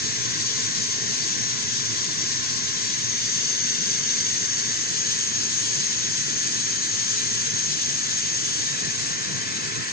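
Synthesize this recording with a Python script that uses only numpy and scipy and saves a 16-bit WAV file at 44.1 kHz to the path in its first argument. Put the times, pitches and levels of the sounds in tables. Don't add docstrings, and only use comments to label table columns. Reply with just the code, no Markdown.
import sys
import numpy as np
from scipy import signal
from scipy.fft import irfft
from scipy.io import wavfile
from scipy.ndimage import uniform_filter1d

SR = 44100
rng = np.random.default_rng(int(sys.argv[2]) if len(sys.argv) > 2 else 0)


def put_to_file(sound):
    columns = np.atleast_2d(sound).T
    safe = np.clip(columns, -1, 1)
    whole_steps = np.round(safe * 32767)
    wavfile.write(sys.argv[1], SR, whole_steps.astype(np.int16))


N = 437463
TIME, HZ = np.arange(N) / SR, np.maximum(np.arange(N // 2 + 1) * SR / N, 1)

# time in seconds, spot (0 at the panel, 1 to one side, 2 a step back).
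MIC_PATH = [(0, 0), (2.85, 0), (3.25, 1), (4.3, 1), (5.0, 2), (9.92, 2)]
# frequency in Hz, half width in Hz, relative level in dB at spots 0, 1 and 2.
PIPE_MODES = [(3022, 59, -71.5, -71.5, -66.5), (3131, 35, -65.0, -69.0, -66.0),
              (3316, 47, -72.0, -69.0, -63.5), (3613, 44, -66.5, -65.5, -73.5),
              (3827, 45, -63.5, -72.5, -79.5), (4088, 51, -70.5, -77.5, -69.5),
              (4305, 110, -74.5, -71.5, -65.5), (4603, 55, -64.5, -59.5, -65.0),
              (4867, 28, -67.5, -75.0, -65.0), (4992, 41, -68.5, -70.0, -72.0),
              (5105, 41, -67.5, -63.0, -62.0), (5215, 39, -61.5, -69.5, -63.5),
              (5294, 64, -66.0, -62.5, -64.5), (5450, 47, -66.5, -74.5, -66.5),
              (5641, 29, -60.0, -74.0, -63.0), (5732, 25, -56.5, -58.5, -63.5),
              (5793, 32, -55.5, -60.0, -59.5), (5889, 50, -59.0, -60.5, -65.0),
              (5994, 36, -57.5, -51.0, -57.0), (6114, 44, -52.5, -61.5, -55.5),
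              (6233, 29, -58.0, -59.0, -57.5), (6310, 40, -62.5, -52.5, -58.0),
              (6406, 30, -54.0, -50.5, -51.0), (6420, 400, -67.0, -62.0, -62.0),
              (6477, 37, -58.0, -57.0, -62.5), (6578, 30, -57.5, -54.5, -51.5),
              (6738, 44, -58.0, -59.5, -65.0), (6867, 38, -66.5, -68.0, -66.0),
              (7059, 64, -71.5, -68.5, -66.0), (7370, 90, -78, -72, -68.5), (7620, 55, -69.5, -68.0, -68.5)]
HOUSING_MODES = [(1045, 30, -67, -73.5, -74), (1093, 16, -72, -71, -75), (1530, 17, -68, -68.5, -70),
                 (1786, 11, -70, -64.5, -68), (2043, 18, -67.5, -64, -75)]
CABINET_MODES = [(117, 15, -58, -60, -61), (147, 10, -63, -64, -62), (318, 18, -68, -69, -69),
                 (420, 34, -67, -66, -69.5), (632, 16, -76, -77, -79), (692, 18, -76, -76, -77)]
# frequency in Hz, relative level in dB.
HISS_SPECTRUM = [(1900, -85), (2400, -81), (2750, -71), (3100, -67.5), (3650, -67.5), (4300, -65.5),
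                 (5200, -66.5), (6200, -65.5), (7200, -69), (7900, -69), (8300, -74.5), (8550, -102)]
ROAR_SPECTRUM = [(850, -82), (950, -79), (1150, -76), (1380, -73.5), (1550, -68), (1750, -65),
                 (2000, -69.5), (2250, -72), (2700, -73), (3300, -81), (4200, -85)]
RUMBLE_SPECTRUM = [(20, -85), (35, -85), (52, -75.5), (85, -69), (130, -65), (200, -64), (280, -70.5),
                   (480, -74.5), (580, -78), (850, -81), (1000, -90.5)]
# time in seconds, passing rate in Hz.
LOBE_RATE = [(0, 248.05), (8.35, 248.05), (8.6, 248.8), (9.1, 249.2), (9.92, 249.5)]
# level in dB at spots 0, 1 and 2, change in dB once the intake is shut.
LOBE_TONES = [(-51, -50.5, -53.5, -1), (-61, -62, -63, 5.5), (-60.5, -61.5, -65.5, 1),
              (-56, -58.5, -57, -15), (-64, -67, -64.5, -4)]
# peak time and half length in seconds, harmonic, rise in dB.
LOBE_SWELLS = [(4.05, .25, 2, 10.5), (8.5, .15, 3, 5), (9.15, .22, 3, 12), (9.2, .2, 2, 4)]
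# frequency in Hz, likeness from 0 to 1.
PORT_LIKENESS = [(30, .7), (55, .93), (110, .97), (300, .88), (540, .55), (750, .75), (1100, .55),
                 (1400, .68), (1800, .7), (2250, .72), (2700, .55), (3300, .58), (4200, .45), (5500, .5),
                 (6500, .65), (8000, .55)]
# frequency in Hz, left minus right in dB.
PORT_BALANCE = [(50, -5.4), (110, -1.5), (220, -1.9), (420, -5.5), (750, -.7), (1000, -.8), (1150, -2.8),
                (1900, -1.2), (2800, -.9), (4200, 1.4), (5000, 3), (5450, 7), (5900, 4.3), (6600, 3.2),
                (7200, -.3), (8000, -.4)]
# frequency in Hz, lead of the left in radians.
PORT_PHASE = [(40, 2.5), (60, 2.15), (80, 1.7), (110, 1.15), (350, -.1), (550, .8), (750, .15),
              (1000, -.35), (1100, -.9), (1400, -.6), (2300, .2), (3200, .6), (4100, -.4), (5200, .5),
              (5600, .4), (5780, -.9), (5980, .7), (6600, .6), (8000, .3)]

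# gain in dB at spots 0, 1 and 2, change in dB once unloaded.
RING_DB, HISS_DB = (-0.5, 0, 0.5, -8), (0.075, -.1, -0.68, -1.5)
ROAR_DB, RUMBLE_DB = (0.2, 0, 0.8, 2.5), (-0.38, -0.5, -0.019, 0.4)
INTAKE_SHUTS_AT_S, SHUTTING_S = 8.3, .25
UNLOAD_AT_S, VENT_S = 8.43, 1.36
PORT_LAG_S, CUTOFF_HZ = .00043, 8600


def from_db(db):
    return 10 ** (np.asarray(db) / 20)


def rms_one(x):
    return x / np.sqrt(np.mean(x ** 2) + 1e-20)


def ramp(start_s, length_s):
    return np.clip((TIME - start_s) / length_s, 0, 1)


def over_time(points):
    return np.interp(TIME, *np.transpose(points))


def over_hz(points):
    hz, value = np.transpose(points)
    return np.interp(np.log(HZ), np.log(hz), value)


def colour(points):
    outside = np.minimum(HZ / points[0][0], 1) * np.minimum(points[-1][0] / HZ, 1)
    return from_db(over_hz(points)) ** 2 * outside ** 8


def resonances(modes):
    hz, width, *spot_db = np.transpose(modes)
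    shapes = 1 / (1 + ((HZ - hz[:, None]) / width[:, None]) ** 2) ** 2
    return (from_db(spot_db) ** 2 @ shapes)[:, None]


def spectral_ripple(depth_db, spacing_hz):
    ripples = np.tanh(rng.standard_normal((6, N // 100)))
    power = from_db([depth_db * np.interp(HZ / spacing_hz, np.arange(len(r)), r) for r in ripples]) ** 2
    return power.reshape(3, 2, -1) / power.mean()


def drift(rate_hz):
    pole = np.exp(-200 * np.pi * rate_hz / SR)
    slow = signal.lfilter([1], [1, -2 * pole, pole ** 2], rng.standard_normal(N // 100 + 2002))[2000:]
    return np.interp(np.arange(N) / 100, np.arange(len(slow)), rms_one(slow))


def eddies(x, depth_db, life_s):
    _, frame_s, cells = signal.stft(x, SR, nperseg=2048)
    pole = np.exp(-frame_s[1] / life_s)
    swell = uniform_filter1d(rng.standard_normal(cells.shape[1:]), size=3, axis=0)
    swell = signal.lfilter([1], [1, -2 * pole, pole ** 2], swell)
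    _, fluttering = signal.istft(cells * from_db(depth_db * rms_one(swell)))
    return x.std() * rms_one(fluttering[:, :N])


def level(row, progress):
    *spot_db, unloaded_db = row
    return np.interp(over_time(MIC_PATH), [0, 1, 2], spot_db) + unloaded_db * progress


def microphone_ports():
    lead = 2 * np.pi * HZ * PORT_LAG_S + over_hz(PORT_PHASE)
    half = np.array([[.5], [-.5]])
    return from_db(half * over_hz(PORT_BALANCE)) * np.exp(1j * half * lead)


def turbulence(spot_powers, ports, likeness):
    mid, side = rng.standard_normal((2, len(HZ))) + 1j * rng.standard_normal((2, len(HZ)))
    spectrum = ports * (np.sqrt(1 + likeness) * mid + np.sqrt(1 - likeness) * side * [[1], [-1]])
    at_spots = [irfft(spectrum / 2 * np.sqrt(power * SR * N / 2), N) for power in spot_powers]
    spot = over_time(MIC_PATH)
    return sum(np.maximum(1 - abs(spot - k), 0) * noise for k, noise in enumerate(at_spots))


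def hum(rate_hz, levels_db, ports, wander, waver_db):
    cycles = np.cumsum(rate_hz * (1 + wander * drift(1.77))) / SR
    tones = 0
    for k, db in enumerate(levels_db, 1):
        response = ports[:, [int(k * np.mean(rate_hz) * N / SR)]]
        wave = abs(response) * np.sin(2 * np.pi * (k * cycles + rng.random()) + np.angle(response))
        tones = tones + np.sqrt(2) * from_db(db + waver_db * drift(1.8)) * wave
    return tones


def pipe_ring(ports, vented, flutter_db=0.43):
    power = resonances(PIPE_MODES) * spectral_ripple(depth_db=3.5, spacing_hz=10)
    ring = turbulence(power, ports, likeness=0.72)
    gain = from_db(level(RING_DB, vented) + flutter_db * drift(13))
    return gain * eddies(ring, depth_db=0.6, life_s=.04)


def valve_hiss(ports, vented, flutter_db=1.33):
    power = colour(HISS_SPECTRUM) * spectral_ripple(depth_db=8.5, spacing_hz=24)
    hiss = turbulence(power, ports, over_hz(PORT_LIKENESS))
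    gain = from_db(level(HISS_DB, vented) + flutter_db * drift(17))
    return gain * eddies(hiss, depth_db=2.2, life_s=.03)


def screw_roar(ports, vented):
    broad = colour(ROAR_SPECTRUM) * spectral_ripple(depth_db=6.0, spacing_hz=13)
    roar = turbulence(broad + resonances(HOUSING_MODES), ports, over_hz(PORT_LIKENESS))
    return from_db(level(ROAR_DB, vented)) * eddies(roar, depth_db=1.7, life_s=.035)


def lobe_hum(ports):
    shut = ramp(INTAKE_SHUTS_AT_S, SHUTTING_S)
    levels_db = [level(row, shut) for row in LOBE_TONES]
    for peak_s, half_s, harmonic, rise_db in LOBE_SWELLS:
        levels_db[int(harmonic) - 1] += rise_db * np.exp(-((TIME - peak_s) / half_s) ** 2)
    return hum(over_time(LOBE_RATE), levels_db, ports, wander=.0005, waver_db=1.1)


def fan_rumble(ports, vented, churn_db=1.2):
    power = colour(RUMBLE_SPECTRUM) + resonances(CABINET_MODES)
    rumble = turbulence(power, ports, over_hz(PORT_LIKENESS))
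    gain = from_db(level(RUMBLE_DB, vented) + churn_db * drift(9.1))
    return gain * eddies(rumble, depth_db=1.0, life_s=.03)


def blade_hum(ports):
    return hum(rate_hz=113.0, levels_db=[-51, -55], ports=ports, wander=0.002, waver_db=1.5)


def scene():
    ports, vented = microphone_ports(), ramp(UNLOAD_AT_S, VENT_S)
    air = pipe_ring(ports, vented) + valve_hiss(ports, vented)
    screws = lobe_hum(ports) + screw_roar(ports, vented)
    fan = fan_rumble(ports, vented) + blade_hum(ports)
    return air + screws + fan


def record(dry):
    return signal.sosfilt(signal.ellip(10, .1, 90, CUTOFF_HZ, fs=SR, output="sos"), dry)


dry = scene()
out = record(dry)
put_to_file(out)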